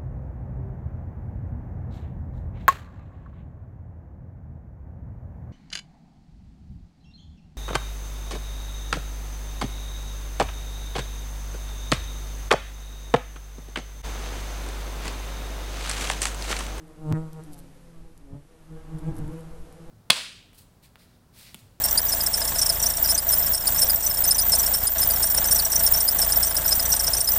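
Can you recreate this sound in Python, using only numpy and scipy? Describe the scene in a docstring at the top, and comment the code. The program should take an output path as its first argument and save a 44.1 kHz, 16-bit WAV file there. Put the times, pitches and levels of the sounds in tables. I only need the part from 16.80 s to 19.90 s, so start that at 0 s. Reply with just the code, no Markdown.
"""An open wasp nest among twigs, the microphone close in, the colony humming farther off over a soft hiss.
At once a wasp almost brushes the microphone, its wingbeats flaring into a rasp; a sharp click, like a
skip in the recorder, interrupts the close buzz with a short low thump. Two more wasps then buzz more
faintly, one at a lower pitch, and from about two seconds on another pair flies close. All along, stirred
air rumbles on the microphone, and now and then wing tips tick against the dry paper comb."""
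import sys
import numpy as np
from scipy import signal
from scipy.fft import rfft, irfft, next_fast_len
from scipy.io import wavfile

SR = 44100
rng = np.random.default_rng(int(sys.argv[2]) if len(sys.argv) > 2 else 0)


def store_pcm(level_fs):
    """Save levels as 16-bit WAV."""
    pcm = np.round(np.clip(level_fs, -1, 1) * 32767).astype(np.int16)
    wavfile.write(sys.argv[1], SR, np.atleast_2d(pcm).T)


N = 136710
TIME = np.arange(N) / SR
WINGBEAT_JITTER = .00689  # fast waver, as a fraction of the wingbeat rate


def from_db(db):
    """Decibels to gain."""
    return 10 ** (np.asarray(db) / 20)


def unit_rms(x):
    """Scale to unit rms."""
    return x / np.sqrt(np.mean(x ** 2) + 1e-20)


def bell(x, centre, width):
    """A Gaussian bump of height 1."""
    return np.exp(-.5 * ((x - centre) / width) ** 2)


def in_time(rows):
    """Read each column at every sample, along the times in the first column."""
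    times, *columns = np.transpose(rows)
    return [np.interp(TIME, times, column) for column in columns]


def at_hz(tone, hz):
    """Read a spectrum in dB on a log-frequency axis."""
    frequencies, db = np.transpose(tone)
    return np.interp(np.log(hz + 1e-3), np.log(frequencies), db)


def drift(rate_hz):
    """Smooth random wander of spread 1, mostly slower than rate_hz."""
    hop, run_in = 100, 1000
    pole = np.exp(-2 * np.pi * rate_hz * hop / SR)
    draws = rng.standard_normal(N // hop + run_in + 2)
    slow = signal.lfilter([1], [1, -2 * pole, pole * pole], draws)[run_in:]
    return np.interp(np.arange(N) / hop, np.arange(len(slow)), unit_rms(slow))


def coloured(x, tone):
    """Give a signal the colour of a spectrum table."""
    size = next_fast_len(N + SR // 10)
    gain = from_db(at_hz(tone, np.arange(size // 2 + 1) * SR / size))
    return irfft(rfft(x, size) * gain, size)[:N]


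def noise(tone):
    """Coloured noise of unit rms."""
    return unit_rms(coloured(rng.standard_normal(N), tone))


def hiss():
    """Soft noise behind everything, slowly rising and falling."""
    # Loudness of the hiss. Each row: time in seconds, relative level in dB.
    levels = [(0.0, -64.5), (0.76, -61.5), (1.49, -68), (1.8, -65.5), (2.42, -60.5), (2.74, -61),
              (3.1, -62.5)]
    # Its colour. Each row: frequency in Hz, relative level in dB.
    tone = [(30, 13.5), (200, 17), (500, 13), (1000, 5.5), (2000, 1.5), (3200, -2), (5000, -4), (7500, -5),
            (10000, -4), (12400, -5), (12900, -63), (16000, -48)]
    return from_db(in_time(levels)[0] + 6) * noise(tone)


def low_rumble():
    """Stirred air makes a low, lumpy draught on the microphone; a few short thumps stand out of it."""
    # Strength of the draught. Each row: time in seconds, relative level in dB.
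    draught_levels = [(0, -58.5), (.18, -57.5), (.27, -43), (.35, -60), (.41, -43.5), (.48, -53),
                      (.85, -53), (1.13, -58.5), (1.22, -44.5), (1.33, -55), (1.42, -48.5), (1.47, -53),
                      (1.54, -50), (1.68, -58), (1.85, -60), (1.92, -49), (2.02, -48.5), (2.22, -45),
                      (2.42, -37.5), (2.62, -51), (2.82, -44.5), (2.93, -54), (3.1, -50)]
    # Short low thumps: the first comes with the click, the later ones are wings fanning the microphone.
    # Each row: centre in seconds, level in dB, half-width in seconds.
    thumps = [(0.326, -20.5, 0.011), (1.544, -38.5, 0.018), (2.32, -33, 0.0085), (2.409, -36.5, 0.034),
              (2.5, -43, 0.031)]
    # Colours of draught and thumps. Each row: frequency in Hz, relative level in dB.
    draught_tone = [(10, 8.5), (25, 5), (50, -6), (80, -9.5), (120, -15), (200, -22.5), (400, -30),
                    (1000, -41), (8000, -100)]
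    thump_tone = [(20, -18), (70, -5), (105, 3.5), (150, 0), (230, -6.5), (400, -24), (1000, -28.5),
                  (8000, -115)]
    draught = from_db(in_time(draught_levels)[0] + 6.5) * noise(draught_tone)
    thump_envelope = sum(from_db(db) * bell(TIME, centre, width) for centre, db, width in thumps)
    return draught + thump_envelope * noise(thump_tone)


def colony(wasps=6, harmonics=24, centre_hz=160.95, spread=.045, wander=.015):
    """Distant wasps, each wandering about its own wingbeat rate, beat against each other."""
    # The hum as it reaches the microphone. Each row: time in seconds, level in dB.
    levels = [(0, -52.5), (.3, -52.5), (.7, -53.5), (1, -91), (1.4, -59), (1.65, -67.5), (1.85, -57),
              (2.1, -47), (2.35, -42), (2.52, -45), (2.68, -46.5), (2.9, -55), (3.1, -49.5)]
    # Colour of a distant buzz. Each row: frequency in Hz, relative level in dB.
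    tone = [(150, 3.5), (320, -2.5), (480, -9), (650, -13), (1000, -14.5), (1600, -21), (2500, -33),
            (4000, -35.5)]
    hum = 0
    for offset in np.linspace(-1, 1, wasps):
        hz = centre_hz * (1 + spread * offset)
        wingbeat_hz = hz * (1 + wander * drift(1.5) + WINGBEAT_JITTER * drift(28.6))
        phase = 2 * np.pi * np.cumsum(wingbeat_hz) / SR
        buzz = sum(from_db(at_hz(tone, k * hz)) * np.cos(k * phase + rng.normal(0, 1))
                   for k in range(1, harmonics + 1))
        hum = hum + buzz * from_db(1.93 * drift(2.23))
    return from_db(in_time(levels)[0]) * unit_rms(hum)


def wing_ticks(ticks_per_s=180, scatter_db=4.5, decay_s=.0011):
    """Wing tips brush the paper comb: short runs of dry ticks, one per wingbeat, that swell and fade."""
    # Brushes on the comb. Each row: centre in seconds, relative level in dB, swell and fade in seconds.
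    brushes = [(.08, -52, 0.0054, .01), (.5315, -46.5, 0.00071, .004), (.6372, -48.5, 0.0089, 0.017),
               (.7328, -36.5, 0.0086, 0.011), (.7845, -41, 0.0075, 0.012), (1.377, -49.5, 0.0022, 0.0045),
               (2.1858, -50, 0.0072, .012), (2.389, -40, 0.022, 0.0055), (2.479, -51, .002, .003),
               (2.516, -52.5, 0.0051, 0.041), (2.577, -51, .008, .012), (2.608, -47, 0.0077, 0.0048),
               (2.926, -50.5, .004, .008)]
    # Colour of a tick. Each row: frequency in Hz, gain in dB.
    tone = [(1500, -26), (4000, -2.5), (7000, -2.5), (10000, 6), (12300, 4.5), (13000, -35), (16000, -60)]
    offsets_s = np.arange(-8, 9) / ticks_per_s
    strikes = np.zeros(N)
    for centre, db, swell, fade in brushes:
        contour = np.exp(-np.abs(offsets_s) / np.where(offsets_s < 0, swell, fade))
        samples = np.clip(((centre + offsets_s) * SR).astype(int), 0, N - 1)
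        strikes[samples] += from_db(db + rng.normal(0, scatter_db, len(offsets_s))) * contour
    envelope = signal.lfilter([1], [1, -np.exp(-1 / (decay_s * SR))], strikes + 1e-18)
    return coloured(envelope * rng.standard_normal(N), tone)


def click(at_s=.325, db=-23.5, decay_s=.0011):
    """One sharp click, like a skip in the recorder: the wave rises, drops at once and settles."""
    age = TIME - at_s
    return -from_db(db) * np.sign(age) * np.exp(-np.abs(age) / decay_s)


def wing_swish(stroke_phase, sharpness=2.7):
    """Air torn by the wings: one wisp of noise at each stroke."""
    # Colour of the torn air. Each row: frequency in Hz, relative level in dB.
    tone = [(400, -31), (900, -0.5), (1700, -15.5), (2600, -30.5), (4000, -36), (8000, -10), (12500, -27),
            (14000, -62)]
    return unit_rms(noise(tone) * np.exp(sharpness * (np.cos(stroke_phase) - 1)))


def wasp(flight, tone, wander_rad, shimmer_db, flare_db=0, shimmer_hz=5.3, fade_s=.027):
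    """One sawtooth-like pressure drop per wingbeat; the harmonics shimmer as the insect turns."""
    hz, fundamental_db, octave_db, overtone_db = in_time(flight)
    phase = 2 * np.pi * np.cumsum(hz * (1 + WINGBEAT_JITTER * drift(33.3))) / SR
    hum = from_db(fundamental_db) * np.cos(phase) + from_db(octave_db) * np.cos(2 * phase)
    edge = phase + 1.196  # a stroke's sharp edge leads its pressure trough
    rasp = 0
    for k in range(3, 33):
        partial_hz = k * hz.mean()
        db = at_hz(tone, partial_hz) + shimmer_db * drift(shimmer_hz)
        db += flare_db * bell(partial_hz, centre=1980, width=540)
        rasp = rasp + from_db(db) * np.sin(k * edge + wander_rad * drift(shimmer_hz))
    overtones = from_db(overtone_db) * (unit_rms(rasp) + from_db(-23) * wing_swish(edge))
    inside_flight_s = np.minimum(TIME - flight[0][0], flight[-1][0] - TIME)
    fade = np.clip(inside_flight_s / fade_s + 1, 0, 1)
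    return -from_db(-1.5) * fade * (np.sqrt(2) * hum + overtones)


def nearby_wasps():
    """Four wasps a little way off the microphone, two at a time, their pulses blurred by phase wander."""
    # Flights about the nest. Each row: time in seconds, wingbeat in Hz,
    # then relative levels in dB of the fundamental, the octave and the overtones.
    hovering = [(.62, 164.1, -51, -61, -71), (.72, 170.3, -49.5, -65, -64), (.8, 172, -51.5, -66, -70),
                (.9, 168.5, -54.5, -73, -77), (.98, 170.9, -57.5, -89, -61), (1.1, 167.9, -51, -66, -61.5),
                (1.18, 162.4, -50, -57, -56.5), (1.3, 164.1, -58.5, -61.5, -63),
                (1.42, 160.7, -86, -76, -82), (1.62, 161.7, -72, -68, -86), (1.72, 162.9, -61, -65, -57.5),
                (1.86, 156.1, -63, -71, -69)]
    low_flight = [(.62, 152.2, -53, -62, -62), (0.692, 149.7, -63, -43.5, -60),
                  (0.782, 140.1, -52, -58, -52.5), (.87, 137.1, -57, -56.5, -70),
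                  (.97, 140.6, -58, -59.5, -83), (1.1, 125.9, -60, -65.5, -85), (1.311, 125, -94, -74, -71),
                  (1.431, 142.5, -71, -56, -75), (1.506, 136.4, -78, -49.5, -56),
                  (1.557, 140.5, -37, -43.5, -50.5), (1.6, 145.3, -48.5, -59.5, -60),
                  (1.66, 136.6, -62, -66, -80)]
    circling = [(1.86, 157.8, -71, -68, -64.5), (1.912, 159.5, -41, -49.5, -54.5),
                (1.978, 161.3, -43.5, -67, -48), (2.089, 157.8, -45.5, -78, -53),
                (2.155, 158.4, -30, -39, -48.5), (2.205, 158, -44, -51, -53.5),
                (2.247, 158.9, -35, -67, -44), (2.289, 164.7, -25, -35, -40),
                (2.346, 161.8, -61, -43.5, -58.5), (2.391, 160.5, -44, -54, -44),
                (2.449, 160.8, -48, -55, -77), (2.53, 164, -37, -49, -47.5),
                (2.581, 163.5, -42, -48, -45.5), (2.69, 162.7, -63, -75, -74),
                (2.736, 163.6, -43, -73, -52), (2.79, 165.3, -72, -76, -73), (2.87, 165, -48.5, -85, -54),
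                (2.94, 165.7, -54, -77, -61), (3, 168.7, -46, -53, -53), (3.1, 165.4, -48, -59, -49.5)]
    crossing = [(1.95, 154, -65, -56.5, -66), (2.1, 154.7, -62, -70, -58), (2.221, 151.5, -55, -46, -50),
                (2.302, 149.5, -29, -51, -57), (2.34, 147.6, -55, -44.5, -54),
                (2.42, 150.9, -35.5, -43, -48.5), (2.52, 154.7, -39, -45, -54),
                (2.62, 156.7, -58, -72, -66), (2.78, 150.7, -54.5, -66, -64),
                (2.95, 153.5, -68, -83, -59.5), (3.1, 160.1, -48, -68, -72)]
    # Wingbeat overtones at this distance. Each row: frequency in Hz, relative level in dB.
    tone = [(470, 3.5), (630, -10.5), (800, -5), (950, -14.5), (1270, -18), (1450, -19.5), (1900, -26),
            (2500, -28.5), (4000, -35), (6000, -47)]
    flights = (hovering, low_flight, circling, crossing)
    return sum(wasp(flight, tone, wander_rad=.86, shimmer_db=5.5) for flight in flights)


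def closest_wasp():
    """A wasp almost brushes the microphone; a band of its crisp buzz flares as its wings turn that way."""
    # The close pass. Each row: time in seconds, wingbeat in Hz,
    # then relative levels in dB of the fundamental, the octave and the overtones.
    flight = [(0, 157.7, -47, -45, -55.5), (.04, 155.7, -45.5, -52.5, -71.5), (.11, 153.4, -71, -66, -54),
              (.145, 154.3, -50, -55, -62), (.2, 155.7, -44, -52, -52.5), (.262, 152.7, -32.5, -36.5, -43),
              (.292, 151, -25, -46.5, -37), (.315, 154.2, -24.5, -31.5, -33.5),
              (.338, 161.1, -23.5, -34, -44.5), (.372, 156.8, -26, -34.5, -37),
              (.424, 160, -33.5, -44, -43.5), (.484, 157.4, -37.5, -50.5, -49.5),
              (.508, 158, -45, -70, -57), (.6, 157.2, -37.5, -55, -43), (.65, 159.1, -51, -51, -73),
              (.68, 156, -44, -71, -66)]
    # Wingbeat overtones close up. 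Each row: frequency in Hz, relative level in dB.
    tone = [(470, 4.5), (630, -4), (800, -5.5), (950, -8.5), (1330, -12.5), (1480, -19), (1650, -26.5),
            (1950, -30), (2300, -34.5), (4000, -35.5), (6000, -46)]
    flare_db = 20.5 * bell(TIME, centre=.35, width=.018)
    return wasp(flight, tone, wander_rad=.22, shimmer_db=2.2, flare_db=flare_db)


def scene():
    """Near wasps, colony, ticks, rumble and hiss meet at one microphone beside the nest."""
    return (closest_wasp() + nearby_wasps() + colony() + wing_ticks() + low_rumble() + hiss())[None]


def record(dry, overload=.13, cutoff_hz=16800):
    """The loudest swings are flattened, a click interrupts the close buzz, and the top is cut."""
    rounded = dry / (1 + (dry / overload) ** 8) ** (1 / 8)
    lowpass = signal.cheby2(12, 70, cutoff_hz, fs=SR, output="sos")
    return signal.sosfilt(lowpass, rounded + click())


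dry = scene()
out = record(dry)
store_pcm(out)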